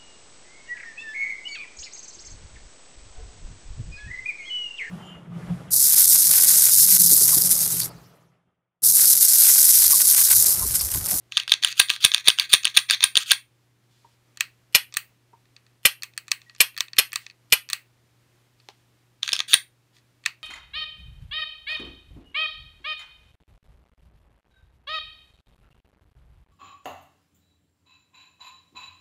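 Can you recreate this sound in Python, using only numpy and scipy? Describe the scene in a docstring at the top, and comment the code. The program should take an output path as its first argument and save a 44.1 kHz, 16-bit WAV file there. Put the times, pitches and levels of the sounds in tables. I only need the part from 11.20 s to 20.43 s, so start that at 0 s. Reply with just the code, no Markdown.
"""A pistol slide is racked fast by hand, close to the microphone, in a small low room.
The trigger is then pulled and let back: the striker falls with a quick flutter of echoes, trigger parts tick.
One more rack follows. An appliance hums far off over the quiet air of the room.
Contacts are short rough pushes that ring the modes of each part; rubbing is dense random catches.
Hum is a few wavering sines, air is coloured noise, and the room is a tail of decaying noise bands."""
import sys
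import numpy as np
from scipy import signal
from scipy.fft import rfft, irfft
from scipy.io import wavfile
from scipy.ndimage import uniform_filter1d

SR = 44100
rng = np.random.default_rng(int(sys.argv[2]) if len(sys.argv) > 2 else 0)


def wrap_up_sound(samples):
    """Save the sound to the file named by the first command line argument, as 16-bit audio."""
    columns = np.atleast_2d(samples).T
    # keep every value between -1 and 1, then stretch to whole-number steps
    tamed = np.clip(columns, -1, 1)
    steps = np.round(tamed * 32767).astype(np.int16)
    wavfile.write(sys.argv[1], SR, steps)


N = 407043   # samples

# Far-off appliance hum. Each row: frequency in Hz, mean level in dB rms.
HUM_LINES = [(120, -66.5), (300, -83), (360, -82.5)]
# Colour of the quiet room air. Each row: frequency in Hz, relative density in dB per Hz.
AIR_SPECTRUM = [(25, -16), (58, -19), (118, -14), (170, -18), (340, -20), (430, -22.5), (720, -25.5),
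                (2500, -28.5), (8000, -36), (16000, -41.5)]
AIR_DB = -67   # mean level, rms
# Reflections of the small low room. Each row: frequency in Hz, level in dB, 60 dB decay time in seconds.
ROOM_DECAY = [(304, -29, 0.092), (1078, -3.5, 0.15), (2500, -8.5, 0.21), (4130, -8.5, 0.14),
              (6500, -9.5, 0.14), (9000, -17, .17), (13000, -15.5, 0.23)]
# Skin and cloth brushing as the hands move. Each row: start and end in seconds, level at each in dB.
BRUSH_STROKES = [(2.7, 2.95, -70, -71), (5.2, 5.38, -70.5, -71.5), (6.0, 6.12, -56, -72),
                 (7.38, 7.62, -71, -76), (8.74, 8.80, -64, -67)]

# Dull knocks on something hollow elsewhere in the room.
# Each row: time in seconds, level in dB, treble in dB, contact in ms.
HOLLOW_KNOCKS = [(2.845, -52, 0, 10.0), (4.13, -48, 0, 10.0)]
# Modes of the hollow thing. Each row: frequency in Hz, width in Hz, level in dB.
HOLLOW_MODES = [(414, 40.5, -10), (576, 29, -15.5), (938, 31, 1)]
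# The palm slaps the grip. Each row: time in seconds, level in dB, treble in dB, contact in ms.
PALM_SLAPS = [(7.4875, -32, -9, 1.54), (7.494, -43, -7, 26)]
# Modes of the grip. Each row: frequency in Hz, width in Hz, level in dB.
GRIP_MODES = [(376, 71, -14), (838, 100, -8), (2090, 700, 0.5), (4200, 1170, 6.5), (6800, 4700, 1)]
# Narrow tones: rings after some slide blows, a scraping ping, one short bright tick.
# Each row: start in seconds, frequency in Hz, level in dB, 60 dB decay time in seconds.
NARROW_TONES = [(0.612, 4600, -27, 0.21), (1.081, 8600, -33, .2), (1.1, 4650, -26, 0.1),
                (1.575, 9050, -29.5, .15), (1.975, 9000, -25.5, .1), (5.262, 1906, -62, .3),
                (8.131, 5270, -5.5, 0.0078), (8.342, 9100, -37, 0.14)]

# The trigger bar catches as the trigger moves, with a slip just before and a touch after.
# Each row: time in seconds, level in dB, treble in dB, slip in dB, touch in dB (last two against the level).
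BAR_CATCHES = [(3.1723, -34.5, -22, -30, -25), (3.7404, -32.5, -5, -20.5, -6), (4.833, -25, -1.5, -7, -5.5),
               (4.9767, -25, -4, -30, -13), (5.0809, -33.5, -16.5, -25, -13), (5.5764, -24, -6, -11.5, -5),
               (5.9305, -28, 0.5, -10, -3.5), (6.5, -24, -1.5, -8.5, -11)]
# The sear resets after a faint drag. Each row: time in seconds, level in dB, treble in dB.
SEAR_RESETS = [(3.2067, -12, -11.5), (3.7685, -13.5, -1), (5.1153, -13.5, -6), (5.6055, -15, -7.5),
               (5.9574, -16, -6.5), (6.5307, -14, -5.5), (9.0598, -12, -19)]
# Faint ticks of loose trigger parts. Each row: time in seconds, level in dB.
LOOSE_TICKS = [(3.724, -46), (4.2545, -63), (4.364, -45), (4.4646, -53.5), (4.936, -56), (5.2164, -49),
               (5.296, -45.5), (5.349, -47), (5.362, -54), (5.544, -54), (5.6825, -46.5), (5.7325, -37),
               (5.7667, -34), (6.0646, -39.5), (6.099, -46), (6.1093, -55), (7.3996, -54), (8.766, -55.5),
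               (8.7832, -59), (9.038, -47)]
# Modes of the trigger parts. Each row: frequency in Hz, width in Hz, level in dB.
TRIGGER_MODES = [(1213, 94, -13), (1810, 119, -4.5), (2550, 177, -3), (3275, 130, -9.5), (3683, 510, 1.5),
                 (4430, 169, 0.5), (5500, 1120, 5), (7390, 1300, 3.5), (7550, 113, -19), (8440, 247, 1),
                 (10230, 100, -13.5), (11840, 3400, -3), (16740, 300, 11.5)]
SLIP_MS, SLIP_TREBLE_DB, AFTER_MS, AFTER_TREBLE_DB, CATCH_MS = 11, -17, 7.4, -14.5, 3.0
DRAG_LEAD_MS, DRAG_DB, DRAG_MS, RESET_MS = 7, -26, 10, 5.2
TICK_TREBLE_DB, TICK_MS, SOFT_TICK_MS, TICK_TOP_HZ = -12, 2.9, 4.0, 5500

# Striker falls. Each row: time of the blow in seconds, level in dB, jolt in dB.
STRIKER_FALLS = [(3.5478, 0, -28.5), (4.653, -1, -29), (5.4041, -1, -35.5), (5.7844, -1.5, -31),
                 (6.3235, -1.5, -30.5)]
# Sounds within one fall: trigger creeps thrice, sear lets go, the blow, ring-up, three quick echoes of the blow.
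# Each row: time from the blow in ms, level in dB, treble in dB, length in ms.
FALL_SOUNDS = [(-22, -51, -2, 3.0), (-16, -52, -2, 3.0), (-10.5, -52, -2, 3.0), (-3.6, -27, -22, 5.0),
               (0, -3, -18, 2.6), (2.0, -2, -3, 2.6), (7.2, -4, -2, 2.4), (12.4, -10, -2, 2.4),
               (17.8, -18, -5, 3.0)]
# Modes of the striker. Each row: frequency in Hz, width in Hz, level in dB.
STRIKER_MODES = [(354, 100, -23.5), (579, 44, -30.5), (1308, 570, -15), (2020, 200, -6.5), (2410, 110, -6),
                 (2966, 250, 0), (3605, 172, -7), (4220, 131, -6.5), (5220, 430, -1.5), (7150, 745, -2.5),
                 (7860, 220, -4), (9330, 280, 2.5), (11420, 70, -5), (12400, 710, 3.5), (15150, 1100, 0.5)]

# Modes of the slide. Each row: frequency in Hz, width in Hz, level in dB.
SLIDE_MODES = [(1250, 72, -25), (1598, 110, -18), (2594, 300, -4), (3087, 460, 1.5), (3644, 420, 3.5),
               (4622, 210, -8.5), (5350, 600, -8), (6612, 590, -7), (9100, 170, -1), (9767, 300, -7.5),
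               (12600, 900, -14.5), (13100, 2700, -7), (14990, 1500, -13)]
# The slide is pulled to its rear stop: barrel unlocks first, a catch comes before the stop, a bounce after.
# Each row: unlock in seconds, its dB, stop in seconds, its dB, catch in ms before, its dB,
# bounce in ms after, its dB, rubbing in dB, time held back in ms, jolt in dB.
SLIDE_PULLS = [(0.1213, -19, 0.1758, -4, 5.5, -2.5, 23.6, -11.5, -37.5, 60, -54),
               (0.427, -12, 0.4466, 0, 10.7, -5, 27, -15, -30, 79, -55),
               (0.6859, -24, 0.7009, 0.5, 5.6, -8.5, 27, -31, -31.5, 63, -39.5),
               (0.9172, -12, 0.9454, 0, 7.3, -7, 17, -15.5, -34.5, 68, -64),
               (1.18, -28.5, 1.1973, 0.5, 10.8, -6, 23, -23.5, -30.5, 62, -49.5),
               (1.434, -18.5, 1.4526, 0.5, 6.4, -13, 18, -10, -39, 66, -42),
               (1.6915, -23.5, 1.7083, 2, 9.3, -2.5, 23, -16, -25, 42, -74),
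               (1.9549, -3, 1.9734, 1, 4.7, -1.5, 31, -36.5, -28.5, 61, -40.5),
               (8.0308, -9, 8.1322, 0, 3.2, -16, 20, -23, -36, 76, -48)]
# The spring drives it home: it locks just before the blow and bounces after.
# Each row: let go in seconds, blow in seconds, its dB, lock in ms before, its dB,
# bounce in ms after, its dB, rubbing in dB, jolt in dB.
SLIDE_SLAMS = [(0.281, 0.319, -1, 24, -16, 19.3, -3.5, -31.5, -51),
               (0.554, 0.5986, 8.5, 4.3, -4.5, 16.5, -8.5, -27, -35.5),
               (0.803, 0.8476, 7.5, 6.4, -1, 13.5, -6, -23.5, -28.5),
               (1.042, 1.0824, 6.5, 8.2, -2, 19, -4, -27.5, -32),
               (1.293, 1.336, 7, 5, 2.5, 9.1, -5, -21.5, -27),
               (1.543, 1.5716, 4.5, 5.6, -5, 15.7, -7.5, -23.5, -56),
               (1.804, 1.8387, 5, 9.4, -6.5, 13, -18.5, -26.5, -47.5),
               (2.059, 2.116, 4.5, 4.2, -0.5, 17, -14, -26, -50),
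               (8.28, 8.3398, 6.5, 6.3, -1.5, 12, -20, -24.5, -38.5)]
# Loose slide parts knocking between the stops. Each row: time in seconds, level in dB.
SLIDE_RATTLES = [(0.234, -26), (0.2783, -13.5), (0.311, -24), (0.3333, -12.5), (0.4994, -27), (0.5259, -19),
                 (0.7622, -17), (0.9799, -14), (1.094, -14), (1.2242, -23.5), (1.349, -4.5), (1.4776, -17),
                 (1.4842, -23), (1.5775, -1), (1.5903, -11.5), (1.7355, -7.5), (1.8066, -14.5),
                 (2.0255, -26), (2.108, -4), (8.0608, -23), (8.0775, -8.5), (8.0905, -13.5), (8.12, -16.5),
                 (8.1541, -18), (8.1644, -13.5), (8.1916, -10), (8.203, -6.5)]
STOP_MS, BLOW_MS, TOUCH_MS = 2.3, 6.0, 2.0   # contact lengths
SWELL_MS, SWELL_DB = 2.0, -7   # each blow starts with a softer touch
CHATTER_DB, CHATTER_MS = -24, 40   # loose parts touch by chance after each stop
# rubbing grows towards each stop and goes on while held
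PULL_RISE_DB, HELD_DB, HELD_FALL_DB, RUN_UP_DB = 7, -0.5, 5, 14.5
PULL_TREBLE_DB, HELD_TREBLE_DB, RUN_TREBLE_DB = -20, -15, -13.5   # treble of the rubbing
SOFT_TREBLE_DB, TREBLE_AT_0_DB, TREBLE_PER_DB = -17, -10, 2.26   # harder contacts are brighter
RUB_FROM_HZ = 830

STOP_JOLT_HZ, BLOW_JOLT_HZ, FALL_JOLT_HZ = 200, 120, 147.2
TREBLE_FROM_HZ = 7400
CUTOFF_HZ = 16300


def from_db(db):
    """Decibels to amplitude."""
    return 10 ** (np.asarray(db) / 20)


def rms_one(x):
    """Scales to an rms of 1."""
    return x / np.sqrt(np.mean(x ** 2) + 1e-20)


def at_hz(points, hz):
    """Reads each column of a spectrum table on a log-frequency axis."""
    f, *columns = np.transpose(points)
    return [np.interp(np.log(hz), np.log(f), c) for c in columns]


def drift(rate_hz):
    """Slow chance of spread 1, drawn every 40 samples and joined by lines."""
    r = np.exp(-80 * np.pi * rate_hz / SR)
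    noise = rng.standard_normal(N // 40 + 2002)
    slow = signal.lfilter([1], [1, -2 * r, r * r], noise)[2000:]
    return np.interp(np.arange(N) / 40, np.arange(len(slow)), rms_one(slow))


def thin(x, hz):
    """Small parts radiate no bass."""
    return signal.sosfilt(signal.butter(2, hz, "high", fs=SR, output="sos"), x)


def stroke_gain(rows, fade_ms):
    """Level ramps in dB over each stroke, softened at the ends."""
    gain = np.zeros(N)
    for start, end, start_db, end_db, *_ in rows:
        i, j = round(start * SR), round(end * SR)
        gain[i:j] += from_db(np.linspace(start_db, end_db, j - i))
    return uniform_filter1d(gain, size=max(int(fade_ms * SR / 1000), 1))


def resonate(x, hz, width_hz):
    """Two-pole resonance; a unit click rings at about height 1."""
    r, w = np.exp(-np.pi * width_hz / SR), 2 * np.pi * hz / SR
    return signal.lfilter([0, np.sin(w)], [1, -2 * r * np.cos(w), r * r], x + 1e-18)


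def push(rough, ms):
    """A short rough push whose spectrum is evened, so that it favours no mode; energy 1."""
    age = np.arange(len(rough)) / SR * 1000 / max(ms - .8, .15)
    shape = np.sqrt(age + 0.0037) * np.exp(-2.6 * age)
    x = rough * shape
    for _ in range(3):
        spectrum = rfft(x)
        x = irfft(spectrum / (np.abs(spectrum) + 1e-9)) * np.sqrt(shape)
    return x / np.sqrt(np.sum(x ** 2))


def struck(hits, modes, gain_db, spread_db, crack_db, blur=2.74):
    """Each contact excites every mode with a strength of its own and cracks broadly.
    Row 0 is what reaches the microphone directly, row 1 the evener sound sent all round the room,
    where each mode spreads over blur times its width."""
    hits = np.array(hits)
    force, crack, owner = np.zeros(N), np.zeros(N), np.zeros(N, int)
    rough = rng.standard_normal((len(hits), 2, 1024))
    chance = rng.standard_normal((len(hits), len(modes)))
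    for k, (s, level_db, treble_db, ms) in enumerate(hits):
        i = round(s * SR)
        force[i:i + 1024] += from_db(level_db) * push(rough[k, 0], ms)
        crack[i:i + 1024] += from_db(level_db + gain_db + crack_db) * push(rough[k, 1], ms)
        owner[i:] = k   # the latest contact sets the mode strengths
    # countless weak modes blur into a crack, whose treble follows each contact's treble setting
    dull = signal.sosfilt(signal.butter(3, TREBLE_FROM_HZ, fs=SR, output="sos"), crack)
    bright = from_db(8.5) * thin(crack * from_db(hits[:, 2])[owner], TREBLE_FROM_HZ)
    out = np.array([dull + bright, dull + bright])
    for m, (hz, width_hz, db) in enumerate(modes):
        mean_db = db + gain_db + hits[:, 2] * (hz > TREBLE_FROM_HZ)
        sign = (-1) ** m
        drive = sign * force * from_db(mean_db + spread_db * chance[:, m])[owner]
        even = sign * force * from_db(mean_db)[owner]
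        out[0] += resonate(drive, hz, width_hz)
        out[1] += np.sqrt(blur) * resonate(even, hz, blur * width_hz)
    return out


def background():
    """Hum lines of a far-off appliance waver in level, over coloured air noise that wavers slightly."""
    t = np.arange(N) / SR
    hum = np.zeros(N)
    for line_hz, db in HUM_LINES:
        tone = np.sin(2 * np.pi * (line_hz * t + rng.random()))
        hum += np.sqrt(2) * from_db(db + 0.66 * drift(4.9)) * tone
    hz = np.maximum(np.fft.rfftfreq(N, 1 / SR), 1)
    air = irfft(rfft(rng.standard_normal(N)) * from_db(at_hz(AIR_SPECTRUM, hz)[0]), N)
    return hum + from_db(AIR_DB + 1.0 * drift(2.2)) * rms_one(air)


def room(x, first_ms=0.43):
    """Dense reflections: quarter-octave bands of noise, each dying at its own rate, after a first delay."""
    t = np.arange(SR // 2) / SR
    edges = 150 * 2 ** np.arange(0, 7, .25)
    tail = np.zeros(len(t))
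    for low, high in zip(edges, edges[1:]):
        db, t60 = at_hz(ROOM_DECAY, np.sqrt(low * high))
        band = signal.butter(1, [low, high], "band", fs=SR, output="sos")
        noise = signal.sosfilt(band, rng.standard_normal(len(t)))
        # longer decays start lower, so that the decay time does not change the energy
        tail += noise * from_db(db - 60 * t / t60) / np.sqrt(t60 * SR / (2 * np.log(1000)))
    tail *= np.clip(t * 1000 / first_ms - 1, 0, 1)
    return signal.fftconvolve(x, tail)[:N]


def hollow_knocks():
    """Long soft contacts ring a few low modes with hardly any crack."""
    return struck(HOLLOW_KNOCKS, HOLLOW_MODES, gain_db=2.5, spread_db=-3.0, crack_db=-40)


def brushing():
    """Skin and cloth make soft bright noise."""
    band = signal.butter(1, [2500, 5500], "band", fs=SR, output="sos")
    return stroke_gain(BRUSH_STROKES, fade_ms=30) * rms_one(signal.sosfilt(band, rng.standard_normal(N)))


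def palm_slaps():
    """The palm excites the broad, quickly dying modes of the grip."""
    return struck(PALM_SLAPS, GRIP_MODES, gain_db=3, spread_db=1.5, crack_db=-6)


def jolts():
    """A soft push through the hands at each stop, blow and fall rings briefly low, with a thud of the frame."""
    out = np.zeros(N)
    t = np.arange(SR // 10) / SR
    pushes = [(row[2], row[-1], STOP_JOLT_HZ) for row in SLIDE_PULLS]
    pushes += [(row[1], row[-1], BLOW_JOLT_HZ) for row in SLIDE_SLAMS]
    pushes += [(s, jolt_db, FALL_JOLT_HZ) for s, db, jolt_db in STRIKER_FALLS]
    thud = np.sin(2 * np.pi * 380 * t) * np.exp(-t * 150)
    for s, level_db, hz in pushes:
        i = round(s * SR)
        low = np.sin(2 * np.pi * hz * t) * np.exp(-1.4 * t * hz)
        out[i:i + len(t)] += from_db(level_db) * low + from_db(level_db - 3.0) * thud
    return out


def narrow_tones():
    """Single resonances, each set off by one click, die away and waver in level."""
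    out = np.zeros(N)
    for s, hz, db, t60 in NARROW_TONES:
        click = from_db(db) * (np.arange(N) == round(s * SR))
        out += resonate(click, hz, np.log(1000) / np.pi / t60)
    return out * from_db(5 * drift(50))


def trigger():
    """Small parts touch briefly; catches and resets each repeat one run of contacts; faint ticks crack less."""
    hits = []
    for s, db, treble_db, slip_db, touch_db in BAR_CATCHES:
        hits += [(s - SLIP_MS / 1000, db + slip_db, SLIP_TREBLE_DB, TICK_MS),
                 (s, db, treble_db, CATCH_MS),
                 (s + AFTER_MS / 1000, db + touch_db, AFTER_TREBLE_DB, CATCH_MS)]
    for s, db, treble_db in SEAR_RESETS:
        hits += [(s - DRAG_LEAD_MS / 1000, db + DRAG_DB, SLIP_TREBLE_DB, DRAG_MS),
                 (s, db, treble_db, RESET_MS)]
    moves = struck(sorted(hits), TRIGGER_MODES, gain_db=0.5, spread_db=4.0, crack_db=4.5, blur=4.04)
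    tick_hits = [(s, db, TICK_TREBLE_DB, SOFT_TICK_MS) for s, db in LOOSE_TICKS]
    ticks = struck(tick_hits, TRIGGER_MODES, gain_db=4.5, spread_db=4.0, crack_db=-8.0)
    dull = signal.butter(2, TICK_TOP_HZ, fs=SR, output="sos")
    return thin(moves + signal.sosfilt(dull, ticks), 1300)


def striker():
    """Every fall repeats the same run of sounds, each shifted a little by chance."""
    shifts_ms = rng.normal(0, .25, (len(STRIKER_FALLS), len(FALL_SOUNDS)))
    hits = []
    for k, (s, fall_db, jolt_db) in enumerate(STRIKER_FALLS):
        for c, (ms, db, treble_db, length_ms) in enumerate(FALL_SOUNDS):
            hits.append((s + (ms + shifts_ms[k, c]) / 1000, fall_db + db, treble_db, length_ms))
    return thin(struck(hits, STRIKER_MODES, gain_db=0.0, spread_db=2.5, crack_db=-4.5), 450)


def strokes():
    """Rubbing on the rails: (start s, end s, dB at start, dB at end, treble dB against that level)."""
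    rows = [(go, s, rub_db - RUN_UP_DB, rub_db, RUN_TREBLE_DB) for go, s, *_, rub_db, jolt_db in SLIDE_SLAMS]
    for unlock, unlock_db, s, *_, rub_db, held_ms, jolt_db in SLIDE_PULLS:
        held_db = rub_db + HELD_DB
        rows += [(unlock - .005, s, rub_db - PULL_RISE_DB, rub_db, PULL_TREBLE_DB),
                 (s, s + held_ms / 1000, held_db, held_db - HELD_FALL_DB, HELD_TREBLE_DB)]
    return rows


def rails():
    """Dense uneven catches of steel on steel ring the slide over a hiss."""
    sizes = from_db(3.5 * np.minimum(rng.exponential(1, N), 5)) * rng.choice([-1, 1], N)
    caught = rng.random(N) < 8000 / SR   # about 8000 catches a second
    grit = sizes * caught * from_db(3 * drift(80))
    body, treble = np.zeros(N), np.zeros(N)
    for m, (hz, width_hz, db) in enumerate(SLIDE_MODES):
        ring = (-1) ** m * from_db(db + 2.5 * drift(12)) * resonate(grit, hz, 1.6 * width_hz)
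        if hz > TREBLE_FROM_HZ:
            treble += ring
        else:
            body += ring
    body = rms_one(thin(body, RUB_FROM_HZ))
    hiss = rms_one(np.diff(grit, prepend=0))
    treble = rms_one(treble) + from_db(0.5) * hiss
    rows = strokes()
    treble_rows = [(a, b, start_db + up, end_db + up) for a, b, start_db, end_db, up in rows]
    return stroke_gain(rows, fade_ms=4.9) * body + stroke_gain(treble_rows, fade_ms=8) * treble


def slide_hits():
    """Contacts of every pull and slam, rattles and chance chatter: (s, level dB, treble dB, contact ms)."""
    hits = [(s, db, TOUCH_MS) for s, db in SLIDE_RATTLES]
    for unlock, unlock_db, s, db, early_ms, catch_db, late_ms, bounce_db, *_ in SLIDE_PULLS:
        hits += [(unlock, unlock_db, TOUCH_MS),
                 (s - early_ms / 1000, catch_db, TOUCH_MS),
                 (s, db, STOP_MS),
                 (s + late_ms / 1000, bounce_db, TOUCH_MS)]
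    for go, s, db, early_ms, lock_db, late_ms, bounce_db, *_ in SLIDE_SLAMS:
        hits += [(s - early_ms / 1000, lock_db, TOUCH_MS),
                 (s - SWELL_MS / 1000, db + SWELL_DB, BLOW_MS),
                 (s, db, BLOW_MS),
                 (s + late_ms / 1000, bounce_db, TOUCH_MS)]
    stops = [row[2] for row in SLIDE_PULLS] + [row[1] for row in SLIDE_SLAMS]
    for s, draws in zip(stops, rng.random((len(stops), 2, 2))):
        for when, weak in draws:
            hits.append((s + (5 + CHATTER_MS * when) / 1000, CHATTER_DB - 10 * weak, TOUCH_MS))

    def treble(db):
        return np.clip(TREBLE_AT_0_DB + TREBLE_PER_DB * db, SOFT_TREBLE_DB, 0)
    return sorted((s, db, treble(db), ms) for s, db, ms in hits)


def slide():
    """Hard contacts ring the modes of the slide, with its rubbing on the rails between them."""
    blows = struck(slide_hits(), SLIDE_MODES, gain_db=-3.5, spread_db=4.0, crack_db=-1.0, blur=2.2)
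    return thin(blows + rails(), 1300)


def scene():
    """Direct sound at the microphone, the reflections of the room, and the background."""
    soft = brushing() + thin(hollow_knocks() + palm_slaps(), 248) + jolts() + narrow_tones()
    direct, all_round = soft + trigger() + striker() + slide()
    return (background() + room(all_round) + direct)[None]


def record(dry):
    """The loudest hits overload; the deepest bass and the top are cut."""
    clipped = .86 * dry / (.86 ** 8 + np.abs(dry) ** 8) ** (1 / 8)
    return signal.sosfilt(signal.cheby2(14, 60, CUTOFF_HZ, fs=SR, output="sos"), thin(clipped, 45))


dry = scene()
out = record(dry)
wrap_up_sound(out)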